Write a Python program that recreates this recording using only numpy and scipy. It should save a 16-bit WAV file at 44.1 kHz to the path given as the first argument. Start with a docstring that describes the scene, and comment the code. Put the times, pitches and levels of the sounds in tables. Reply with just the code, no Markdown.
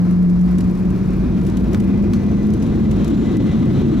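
"""First you hear engines humming and wheels rumbling through the floor of an airliner braking on a runway.
The hum climbs in pitch and sinks into the growing roar of reverse thrust (exhaust turned forward to brake).
Air hisses outside and loose plastic fittings rattle. Near the middle a cabin panel clacks, and a faint
compressor whistle and a thin fan whine come through the wall. A limiter holds the loudest peaks down."""
import sys
import numpy as np
from scipy.fft import rfft, irfft, next_fast_len
from scipy.io import wavfile
from scipy.ndimage import uniform_filter1d, minimum_filter1d, map_coordinates

SR = 44100
rng = np.random.default_rng(int(sys.argv[2]) if len(sys.argv) > 2 else 0)


def master(y):
    """Save y as 16-bit WAV."""
    cut = np.clip(np.atleast_2d(y).T, -1, 1)
    pcm = np.round(cut * 32767)  # scale
    wavfile.write(sys.argv[1], SR, pcm.astype(np.int16))


N = 176400  # 4 seconds

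# The engine hum. Each row: time in seconds, pitch in Hz, level in dB.
HUM_PATH = [(0, 179.4, -16), (.25, 178.2, -11), (.55, 180.1, -15.5), (.8, 182.2, -18.5),
            (1.2, 185.9, -21.5), (1.6, 192, -20), (2, 196.8, -18), (2.5, 209.1, -19), (3, 214.9, -22.5),
            (3.5, 221.2, -23.5), (4, 224, -30.5)]
# Reverse thrust. Each row: time in seconds, level in dB (0 is full thrust).
THRUST_LEVEL = [(0, -5.5), (.45, -8), (.9, -5), (1.4, -3.5), (1.8, -1), (2.4, -2), (3, -1.03), (3.5, 0),
                (4, -0.5)]
# How three noises swell and fade. Each row: time in seconds, level in dB.
WHEEL_LEVEL = [(0, -36), (.2, -23), (.6, -28), (1, -22), (1.42, -25.5), (1.6, -26), (2.3, -24.5),
               (3, -25.5), (3.5, -29.5), (4, -26.5)]
SLEEVE_LEVEL = [(0, -68.5), (.5, -63), (.8, -54.5), (1.35, -53), (1.6, -55), (1.9, -48), (2.35, -53.5),
                (2.7, -56.5), (4, -62.5)]  # air through the reverser's sliding cover
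HISS_LEVEL = [(0, -21.5), (.8, -14.5), (1.5, -5), (2, -7), (2.75, -1), (3.1, 2.5), (3.6, 4), (4, 2.5)]  # the reverser's hiss, added to HISS_DB

# A colour is a noise's mix of low and high. Each row: frequency in Hz, relative strength in dB.
ROAR_COLOUR = [(25, -26), (60, -10.5), (100, -5.5), (135, -6), (175, -3), (215, 0.5), (260, -7), (340, -8),
               (400, -17), (500, -23.5), (700, -32.5), (1200, -47), (3000, -79.5)]
WHEEL_COLOUR = [(15, -18), (28, -13), (40, -15), (48, -5.5), (55, 2.5), (62, -5.5), (72, -16), (100, -18.5),
                (200, -36), (600, -75)]
SKIN_AIR_COLOUR = [(100, -6), (400, 0), (700, 0), (830, -4), (1050, -2.5), (1600, -9), (2400, -14),
                   (3050, -22.5), (3900, -21), (4800, -20.5), (5800, -23.5), (8000, -30), (11500, -32.5),
                   (15500, -37.5)]
SLEEVE_AIR_COLOUR = [(600, -12.5), (1300, -2.5), (1900, -4.5), (2330, -2.5), (2420, 6.5), (2560, -0.5),
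                     (2900, -10), (5000, -21), (10000, -35)]
HISS_COLOUR = [(500, -6), (1200, 4.5), (2000, -2.5), (2900, -1.5), (3300, -0.5), (4100, -1), (4700, -16.5),
               (5800, -9.5), (7000, -14.5), (8500, -19), (15000, -41.5)]
RATTLE_COLOUR = [(500, -23), (2000, 5), (4000, -2), (6000, 1), (8500, -4), (11000, -4), (15500, -15.5)]
CREAK_COLOUR = [(3000, -26), (7000, -9), (10000, -2.5), (12500, -0.5), (15500, -11)]
PANEL_CRACK_COLOUR = [(300, -6), (1300, 6.5), (3000, -6.5), (6000, -10), (10000, -20), (15500, -34.5)]

# Ticks of loose fittings. Each row: start in seconds, level in dB, fade time (to fall 60 dB) in seconds.
FITTING_TICKS = [(.109, -36.5, .03), (.295, -44, 0.084), (.41, -46, .08), (.583, -33.5, .04),
                 (.605, -36.5, .05), (.902, -41, 0.028), (.961, -41, .02), (1.132, -38, .02),
                 (1.45, -41, 0.056), (1.464, -35.5, .09), (1.498, -36.5, .02), (1.57, -29.5, 0.029),
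                 (1.642, -39.5, 0.028), (1.731, -32.5, 0.039), (1.8, -30.5, 0.039), (2.025, -30.5, .01),
                 (2.468, -41, .04), (2.503, -37, .03), (2.536, -35.5, .05), (2.623, -36, 0.069),
                 (2.664, -41, .04), (2.911, -35.5, 0.046), (3.045, -33.5, .03), (3.078, -36, .05),
                 (3.1, -42, 0.055), (3.368, -33, .04), (3.885, -42, 0.058)]
# The compressor's whistle. Each row: time in seconds, pitch in Hz, level in dB.
WHISTLE_PATH = [(1.6, 5250, -91), (1.85, 5500, -65), (2.3, 6090, -60.5), (2.6, 6450, -61),
                (2.75, 6750, -69), (2.95, 7200, -65), (3.2, 7080, -57), (3.5, 6750, -71), (4, 6500, -69)]
# Panel hits. Each row: start in seconds, level in dB, brightness in dB per octave, fade time in seconds.
PANEL_CLACKS = [(1.7468, -24, -1.5, .022), (2.1346, -28, 2.5, 0.028), (2.1373, -28.5, 2.5, .02),
                (2.143, -35.5, 3.5, 0.15)]
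# The notes the panel rings with. Each row: pitch in Hz, relative level in dB, fade time in seconds.
PANEL_NOTES = [(1326, -1.5, .05), (1750, -6, .04), (2310, -8, .04), (2470, -14.5, .05), (3670, -4.5, .035),
               (4420, -7, .04), (5500, -13, .05), (6200, -5.5, 0.05), (8401, -17.5, 0.036)]
# Low swells in the roar. Each row: peak time in seconds, half length in seconds, pitch in Hz, level in dB.
LOW_SWELLS = [(1.781, 0.081, 119.3, -23.5), (2.52, 0.049, 289.2, -25.5), (2.84, 0.049, 165, -23.5),
              (3.137, .07, 290, -24), (3.374, .06, 311.9, -20.5), (3.64, 0.1, 140, -18),
              (3.78, 0.045, 174, -17.5), (3.92, .08, 315.8, -20), (3.9, 0.08, 125.3, -22)]
# Flares of the fan whine. Each row: peak time in seconds, half length in seconds, level in dB.
FAN_FLARES = [(1.877, .1, -54), (2.17, .12, -53.5), (2.444, .08, -53), (2.73, .015, -51),
              (2.858, .014, -48), (3.274, 0.015, -47.5), (3.364, .018, -49), (3.41, 0.022, -52),
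              (3.5, 0.017, -49), (3.601, .22, -53.5)]

# How alike left and right are. Each row: frequency in Hz, likeness from 0 (unrelated) to 1 (the same).
STEREO_LIKENESS = [(30, .98), (60, .995), (250, .99), (500, .96), (1100, .93), (1500, .78), (3800, .68),
                   (4700, .4), (6000, .42), (7500, .08), (14000, 0)]
# Which side is louder. Each row: frequency in Hz, left minus right in dB.
STEREO_BALANCE = [(100, -0.7), (200, 1.17), (380, 2), (700, 3.5), (1150, 6), (2200, 1.9), (4400, 1.5),
                  (8000, 1.3), (15000, -3)]
# Which side is earlier. Each row: frequency in Hz, the left's lead in radians (negative means later).
STEREO_LEAD = [(20, -.25), (65, -.33), (110, -.47), (190, -.7), (300, -.92), (600, -1.08), (1300, -.95),
               (2700, -.7), (4000, -.25), (7000, -.5)]

FAR_ENGINE_HZ, FAR_ENGINE_DB = 9, -8  # offsets from the near engine; the level is for full thrust
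ROAR_DB, SKIN_AIR_DB, HISS_DB = -14, -39, -46
CONTACT_RISE_S = 0.00076
RING_DB, SNAP_DB, SNAP_HZ, SNAP_FADE_S = -11.5, 11.5, 1700, 0.0015  # levels compared with the crack
SWELL_FALL_OCTAVES_PER_S = 2.5
WHINE_HZ, WHINE_WANDER_HZ = 2010, 23
LIMIT_DB, LIMIT_HOLD_S, TOP_HZ = -7.5, 0.011, 15750


def amp(db):
    """Turn a level in dB into a number to multiply by."""
    return 10 ** (np.asarray(db) / 20)


def unit(x):
    """Scale a signal so its average strength (rms) is 1."""
    return x / np.sqrt(np.mean(x ** 2) + 1e-20)


def along(points, hz):
    """Read a table between its rows, on a logarithmic frequency scale."""
    freqs, values = np.transpose(points)
    return np.interp(np.log(hz + 1), np.log(freqs + 1), values)


def curves(rows):
    """Turn each column after the time into one value per sample."""
    times, *columns = np.transpose(rows)
    return [np.interp(np.arange(N) / SR, times, column) for column in columns]


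def wobble(rate):
    """A smooth curve through `rate` random values a second."""
    return map_coordinates(rng.standard_normal(2048), [np.arange(N) * rate / SR], mode="wrap")


def filtered(x, response):
    """Multiply each frequency in x by response(hz)."""
    size = next_fast_len(N + SR // 4)
    return irfft(rfft(x, size) * response(np.fft.rfftfreq(size, 1 / SR)), size)[..., :N]


def tone(hz):
    """A pure tone of strength 1 that follows a moving pitch."""
    return np.sqrt(2) * np.sin(2 * np.pi * np.cumsum(hz) / SR)


def narrow_noise(hz, width_hz):
    """A fuzzy tone: a narrow band of noise around a moving pitch."""
    fuzz = wobble(width_hz) + 1j * wobble(width_hz)
    return unit(np.real(fuzz * np.exp(2j * np.pi * np.cumsum(hz) / SR)))


def rush(colour):
    """Stereo noise of strength 1; left and right are alike in the bass and differ in the treble."""
    def response(hz):
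        spread = np.arccos(np.clip(along(STEREO_LIKENESS, hz), -1, 1)) / 2
        return amp(along(colour, hz)) * [np.cos(spread), np.sin(spread)]
    mid, side = filtered(rng.standard_normal((2, N)), response)
    return unit(np.array([mid + side, mid - side]))


def scatter(per_second, db, spread_db, fade_s):
    """Rows for small contacts at random times and levels."""
    draws = rng.random((round(per_second * N / SR), 2)) * [N / SR, 1]
    return [(start, db + spread_db * (force - .5), fade_s) for start, force in draws]


def bursts(rows):
    """The loudness curve of short contacts: each rises fast, then dies away."""
    power, t = np.zeros(N + SR), np.arange(SR // 8) / SR
    rise = 1 - np.exp(-t / CONTACT_RISE_S)
    for start, db, fade_s in rows:
        power[round(start * SR):][:len(t)] += (amp(db - 60 * t / fade_s) * rise) ** 2
    return np.sqrt(power[:N])


def engine_hum(thrust_db):
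    """Two engines speed up slightly apart; their tones waver more as the thrust grows."""
    hz, db = curves(HUM_PATH)
    waver_hz = 4 * amp(2 * thrust_db)
    level = amp(db + 0.52 * wobble(12))
    near = tone(hz + waver_hz * wobble(14))
    far = tone(hz + FAR_ENGINE_HZ + waver_hz * wobble(14))
    return level * (near + amp(FAR_ENGINE_DB + 1.3 * thrust_db) * far)


def exhaust_roar(thrust_db):
    """Churning reversed exhaust booms through the body of the plane."""
    return amp(ROAR_DB + thrust_db + wobble(12)) * rush(ROAR_COLOUR)


def wheel_rumble():
    """The rolling wheels shake the floor."""
    db, = curves(WHEEL_LEVEL)
    return amp(db) * rush(WHEEL_COLOUR)


def airflow(thrust_db):
    """Air rushes over the plane's skin, pours through the opening sleeve and hisses from the reverser."""
    sleeve_db, = curves(SLEEVE_LEVEL)
    swell_db, = curves(HISS_LEVEL)
    skin_db = SKIN_AIR_DB + 0.11 * (thrust_db - thrust_db.mean())
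    skin = amp(skin_db + 0.95 * wobble(20)) * rush(SKIN_AIR_COLOUR)
    sleeve = amp(sleeve_db + 1.3 * wobble(18)) * rush(SLEEVE_AIR_COLOUR)
    hiss = amp(HISS_DB + swell_db + .9 * wobble(8.9)) * rush(HISS_COLOUR)
    shared_flutter = amp(.8 * wobble(16))  # all three waver in loudness together
    return shared_flutter * (skin + sleeve + hiss)


def rattles():
    """Loose plastic fittings tick over a faint chatter and the fine creaking of the trim."""
    chatter = scatter(per_second=60, db=-49, spread_db=14, fade_s=.02)
    grainy_noise = unit(amp(2 * wobble(900)) * rush(RATTLE_COLOUR))
    creaks = scatter(per_second=22, db=-43, spread_db=11.5, fade_s=.008)
    return bursts(FITTING_TICKS + chatter) * grainy_noise + bursts(creaks) * rush(CREAK_COLOUR)


def compressor_whistle():
    """A faint, fuzzy tone climbs as the engine speeds up, then drops a little."""
    hz, db = curves(WHISTLE_PATH)
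    return amp(db + wobble(12)) * np.array([narrow_noise(hz, width_hz=550) for _ in range(2)])


def panel_clacks():
    """A cabin panel snaps against its frame, gives a noisy crack and rings briefly."""
    out, t = np.zeros((2, N)), np.arange(SR // 6) / SR
    crack_noise = rush(PANEL_CRACK_COLOUR)
    snap = amp(SNAP_DB - 60 * t / SNAP_FADE_S) * np.cos(2 * np.pi * SNAP_HZ * t)
    for start, db, brightness, fade_s in PANEL_CLACKS:
        clack = bursts([(start, db, fade_s)]) * crack_noise
        ring = sum(amp(note_db + rng.normal(0, 1.8, (2, 1)) - 60 * t / ring_s) * np.sin(2 * np.pi * hz * t)
                   for hz, note_db, ring_s in PANEL_NOTES)
        clack[:, round(start * SR):][:, :len(t)] += amp(db) * (amp(RING_DB) * ring + snap)
        out += filtered(clack, lambda hz: amp(brightness * np.log2((np.minimum(hz, 6000) + 300) / 3000)))
    return out


def low_swells():
    """Brief low swells in the roar, each sliding down in pitch."""
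    t, out = np.arange(N) / SR, np.zeros(N)
    for peak_s, half_s, hz, db in LOW_SWELLS:
        pitch = hz * 2 ** (-SWELL_FALL_OCTAVES_PER_S * np.clip(t - peak_s, -.5, .5))
        swell = amp(db) * np.exp(-((t - peak_s) / half_s) ** 2 / 2)
        out += swell * narrow_noise(pitch, width_hz=55)
    return out


def fan_whine():
    """The fan's thin whine comes and goes, wandering slightly in pitch."""
    t = np.arange(N) / SR
    whine = tone(WHINE_HZ + WHINE_WANDER_HZ * wobble(70))
    flares = sum(amp(db) * np.exp(-((t - peak_s) / half_s) ** 2 / 2) for peak_s, half_s, db in FAN_FLARES)
    return flares * amp(2.5 * wobble(40)) * whine


def scene():
    """All the sounds add up beside the window and reach left and right a little differently."""
    thrust_db, = curves(THRUST_LEVEL)
    cabin = engine_hum(thrust_db) + exhaust_roar(thrust_db) + wheel_rumble() + airflow(thrust_db)
    cabin += rattles() + compressor_whistle() + panel_clacks() + low_swells() + fan_whine()
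    share = np.array([[.5], [-.5]])  # each side takes half, in opposite directions
    balance = lambda hz: amp(share * along(STEREO_BALANCE, hz))
    timing = lambda hz: np.exp(1j * share * along(STEREO_LEAD, hz))
    return filtered(cabin, lambda hz: balance(hz) * timing(hz))


def record(dry):
    """A fast limiter turns loud peaks down, then the highest treble is cut off."""
    hold = round(LIMIT_HOLD_S * SR)
    needed_gain = np.minimum(1, amp(LIMIT_DB) / (np.abs(dry).max(axis=0) + 1e-9))
    smooth_gain = uniform_filter1d(minimum_filter1d(needed_gain, hold), hold)
    return filtered(dry * smooth_gain, lambda hz: hz < TOP_HZ)


dry = scene()
out = record(dry)
master(out)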